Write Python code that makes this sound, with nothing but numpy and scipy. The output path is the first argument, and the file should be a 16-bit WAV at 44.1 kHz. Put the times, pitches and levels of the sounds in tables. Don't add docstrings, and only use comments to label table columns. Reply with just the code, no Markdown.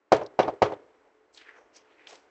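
import sys
import numpy as np
from scipy import signal
from scipy.io import wavfile
from scipy.ndimage import uniform_filter1d

SR = 44100
rng = np.random.default_rng(int(sys.argv[2]) if len(sys.argv) > 2 else 0)


def to_wav(sig):
    pcm = np.clip(np.atleast_2d(sig), -1, 1) * 32767
    pcm = np.round(pcm).astype(np.int16)
    wavfile.write(sys.argv[1], SR, pcm.T)


N = 101429
TIME = np.arange(N) / SR

# t/s, level/dB, treble (hardness)/dB, wall slap/dB, rebound/dB, rebound delay/s
KNOCKS = [(0.1207, -0.5, -0.5, 4.5, -2.5, 0.096), (0.3913, -4, -5, 4, 6.5, 0.09),
          (0.6204, -2, -2, 1.5, -3.5, .102)]


def knuckles():
    # delay/s, level/dB, dull above f/Hz
    wall_echoes = [(0.00652, -10.5, 2700), (0.00929, 2.7, 850), (0.01247, -6.6, 1050), (0.01473, -3.2, 990)]
    # f/Hz, level/dB,
    # fade/s (a fade is the time to drop by 60 dB)
    struck_tones = [(113, -43, .5), (165, -47, .3), (261, -46, .2), (345, -32, .25), (402, -29.5, .4),
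                    (424, -21.5, .32), (528, -23, .19), (660, -20.5, .22), (748, -34, .22), (920, -22, .17),
                    (1108, -31, .22), (1242, -28, .14), (1494, -33, .13), (1680, -33.5, .13),
                    (1890, -36, .11), (2255, -30.5, .1), (2415, -35.5, .08), (2810, -33, .09),
                    (3185, -38, .09), (3915, -36, .07), (4560, -38, .07), (5200, -38, .05)]
    # t/s counted from the rebound, level/dB
    latch_bumps = [(-.008, -31), (0, -18.5)]
    thump_hz, thump_s, panel_delay_s = 690, .00063, .00063
    out = np.zeros(N)
    for start, db, _, slap_db, rebound_db, rebound_s in KNOCKS:
        t = TIME - start
        thump = -from_db(-.5) * np.sin(2 * np.pi * thump_hz * t) * np.exp(-.5 * (t / thump_s) ** 2)
        slaps = sum(from_db(level + slap_db) * wall_echo(thump, lag, hz)
                    for lag, level, hz in wall_echoes)
        panel = sum(from_db(level + rng.normal(0, 1)) * ring(start + panel_delay_s, hz, fade)
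                    for hz, level, fade in struck_tones)
        knock = from_db(db) * (thump + slaps + filtered(panel, 115, "high"))
        bump = filtered(knock, (400, 1400), "band")
        out += knock + sum(from_db(level + rebound_db) * delayed(bump, rebound_s + lag)
                           for lag, level in latch_bumps)
    return out


def ring(start, hz, fade):
    out = np.zeros(N)
    live = (TIME > start) & (TIME < start + 2 * fade)
    t = TIME[live] - start
    out[live] = np.sin(2 * np.pi * hz * t) * np.exp(-np.log(1000) * t / fade)
    return out


def wall_echo(x, seconds, hz):
    smear = np.exp(-(np.pi * hz * np.linspace(-1, 1, 129) * 64 / SR) ** 2)
    return delayed(np.convolve(x, smear / smear.sum(), "same"), seconds)


def clatter():
    # f/Hz, clatter/dB, tail/dB, tail fade/s
    frame_spectrum = [(48.4, -44, -55.5, 0.23), (127, -45, -37.5, 0.45), (230, -40, -44, 0.22),
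                      (386, -31, -30.5, 0.82), (752, -21, -27.5, .4), (1390, -23.5, -37.5, 0.36),
                      (2800, -34, -39.5, 0.22), (5260, -34, -44, 0.17), (7160, -37.5, -51, .22)]
    # f/Hz, level/dB
    latch_spectrum = [(60, -59.5), (250, -45.5), (450, -29), (750, -33.5), (1100, -36), (1500, -48.5),
                      (3000, -52.5), (7500, -64.5)]
    out, swing, bands = np.zeros(N), flutter(), noise_bands()
    for start, db, hard_db, _, rebound_db, rebound_s in KNOCKS:
        shake = burst(start - .00088, rise=.003, fade=.037, hold=.0017)
        back = start + rebound_s - .008
        rebound = burst(back, rise=.009, fade=.061) + from_db(-21) * burst(back, rise=.009, fade=.61)
        early, late = 0, 0
        for hz, noise in bands:
            clatter_db, tail_db, fade = at_hz(frame_spectrum, hz)
            rattle_db, = at_hz(latch_spectrum, hz)
            treble = np.clip(np.log2(hz / 800), 0, 2)
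            tail = from_db(tail_db + .2 * rebound_db) * burst(start, rise=.0098, fade=fade)
            rattle = from_db(rattle_db + rebound_db) * rebound
            flicker = from_db(-.25 * treble * swing)
            early += noise * from_db(clatter_db + hard_db * treble)
            late += noise * flicker * np.hypot(tail, rattle)
        shaking = filtered(early * shake, 850, "high") + late
        top_hz = 7630 + 199.5 * hard_db
        out += from_db(db) * filtered(shaking, top_hz, "low", order=10)
    return out


def flutter(step_s=.0023):
    steps = rng.standard_normal(N // 10)
    return np.interp(TIME / step_s, np.arange(len(steps)), steps)


def footsteps():
    # peak t/s, level/dB, rise/s, fade/s, centre f/Hz, width/octaves
    scuffs = [(1.352, -48, 0.029, 0.27, 6200, 1.3), (1.380, -44.5, 0.028, 0.26, 3700, 0.74),
              (1.418, -44, 0.07, 0.33, 2000, 1.06), (1.494, -41, 0.058, 0.24, 1620, 0.73),
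              (1.564, -46, 0.063, 0.26, 1640, 0.73), (1.59, -64, 0.095, 0.42, 5960, 0.27),
              (1.767, -44.5, 0.039, 0.17, 5380, 0.49), (1.77, -51, 0.057, 0.34, 2320, 1.04),
              (1.93, -53, 0.11, 0.32, 2010, 1.3), (2.008, -46.5, 0.048, 0.49, 2140, 0.53),
              (2.1, -43, 0.036, 0.38, 4560, 1.23), (2.125, -49, 0.18, 0.47, 1860, 1.25)]
    # peak t/s, level/dB
    treads = [(1.072, -50.5), (1.59, -46.5), (1.80, -59), (2.135, -43.5)]
    tread_rise_s = .075
    out = np.zeros(N)
    for peak, db, rise, fade, hz, octaves in scuffs:
        out += from_db(db) * burst(peak - rise, rise, fade) * band(grit(), hz, octaves)
    for peak, db in treads:
        thud = band(rng.standard_normal(N), hz=613, octaves=1.25)
        out += from_db(db) * burst(peak - tread_rise_s, tread_rise_s, fade=.35) * thud
    return out


def grit(grains_per_s=900, grain_share=.7):
    sizes = from_db(1.5 * np.minimum(rng.exponential(1, N), 4)) * rng.choice([-1, 1], N)
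    grains = rms_one(sizes * (rng.random(N) < grains_per_s / SR))
    return np.sqrt(grain_share) * grains + np.sqrt(1 - grain_share) * rng.standard_normal(N)


def ticks(rise_s=.0015, fade_s=.028):
    # t/s, level/dB, centre f/Hz, width/octaves
    snaps = [(0.165, -41, 3400, 1.9), (0.234, -53.5, 5460, 0.31), (0.2625, -40, 4360, 0.49),
             (0.43, -33, 2890, 0.62), (0.66, -44, 3000, 0.48), (0.736, -48.5, 3400, 0.39),
             (1.346, -38.5, 4290, 0.23), (1.375, -36.5, 3640, 0.44), (1.47, -42, 1980, 0.7),
             (1.763, -39, 5800, 1), (2.0712, -33, 3010, 0.64), (2.155, -40, 3720, 1.7)]
    out = np.zeros(N)
    for t, db, hz, octaves in snaps:
        noise = band(rng.standard_normal(N), hz, octaves)
        out += from_db(db) * burst(t - rise_s / 2, rise_s, fade_s) * noise
    return out


def outdoors():
    # f/Hz, level per band/dB
    air_spectrum = [(40, -82.5), (100, -81), (190, -87.5), (310, -60), (450, -59.5), (700, -60.5),
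                    (1100, -61.5), (1900, -64), (3200, -74.5), (7500, -77)]
    # t/s, level change/dB
    air_swell = [(0, -7), (.3, 2.5), (.9, 2.5), (1.25, -1), (1.65, 2), (2.0, 2), (2.3, 2.5)]
    air = sum(from_db(at_hz(air_spectrum, hz)[0]) * noise for hz, noise in noise_bands())
    hum = from_db(-61) * band(rng.standard_normal(N), hz=436, octaves=.03)
    return (air + hum) * from_db(np.interp(TIME, *np.transpose(air_swell)))


def from_db(db):
    return 10 ** (np.asarray(db) / 20)


def rms_one(x):
    return x / np.sqrt(np.mean(x ** 2) + 1e-20)


def at_hz(points, hz):
    f, *columns = np.transpose(points)
    return [np.interp(np.log(hz), np.log(f), column) for column in columns]


def filtered(x, hz, kind, order=2):
    return signal.sosfilt(signal.butter(order, hz, kind, fs=SR, output="sos"), x + 1e-18)


def band(x, hz, octaves):
    edges = [hz * 2 ** (-octaves / 2), min(hz * 2 ** (octaves / 2), .45 * SR)]
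    return rms_one(filtered(x, edges, "band"))


def noise_bands():
    centres = 42 * 2 ** (np.arange(16) / 2)
    return [(hz, band(rng.standard_normal(N), hz, octaves=.5)) for hz in centres]


def burst(start, rise, fade, hold=0):
    t = TIME - start
    return np.clip(t / rise, 0, 1) * from_db(-60 * np.maximum(t - rise - hold, 0) / fade)


def delayed(x, seconds):
    return np.interp(TIME - seconds, TIME, x, left=0)


def scene():
    return (knuckles() + clatter() + footsteps() + ticks() + outdoors())[None]


def record(dry):
    suppress_db, open_db, knee_db, release_db_per_s = 14, -38.5, 9, 506
    ceiling, cutoff_hz = 1.1, 8050
    power = uniform_filter1d(dry[0] ** 2, size=400)
    level_db = 10 * np.log10(np.maximum(power, 1e-12))
    fall_db = release_db_per_s * TIME
    held_db = np.maximum.accumulate(level_db + fall_db) - fall_db
    closed = .5 - .5 * np.tanh((held_db - open_db) / knee_db)
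    gain = from_db(-suppress_db * uniform_filter1d(closed, size=200))
    rounded = ceiling * np.tanh(dry * gain / ceiling)
    return signal.sosfilt(signal.ellip(10, .5, 70, cutoff_hz, fs=SR, output="sos"), rounded)


dry = scene()
out = record(dry)
to_wav(out)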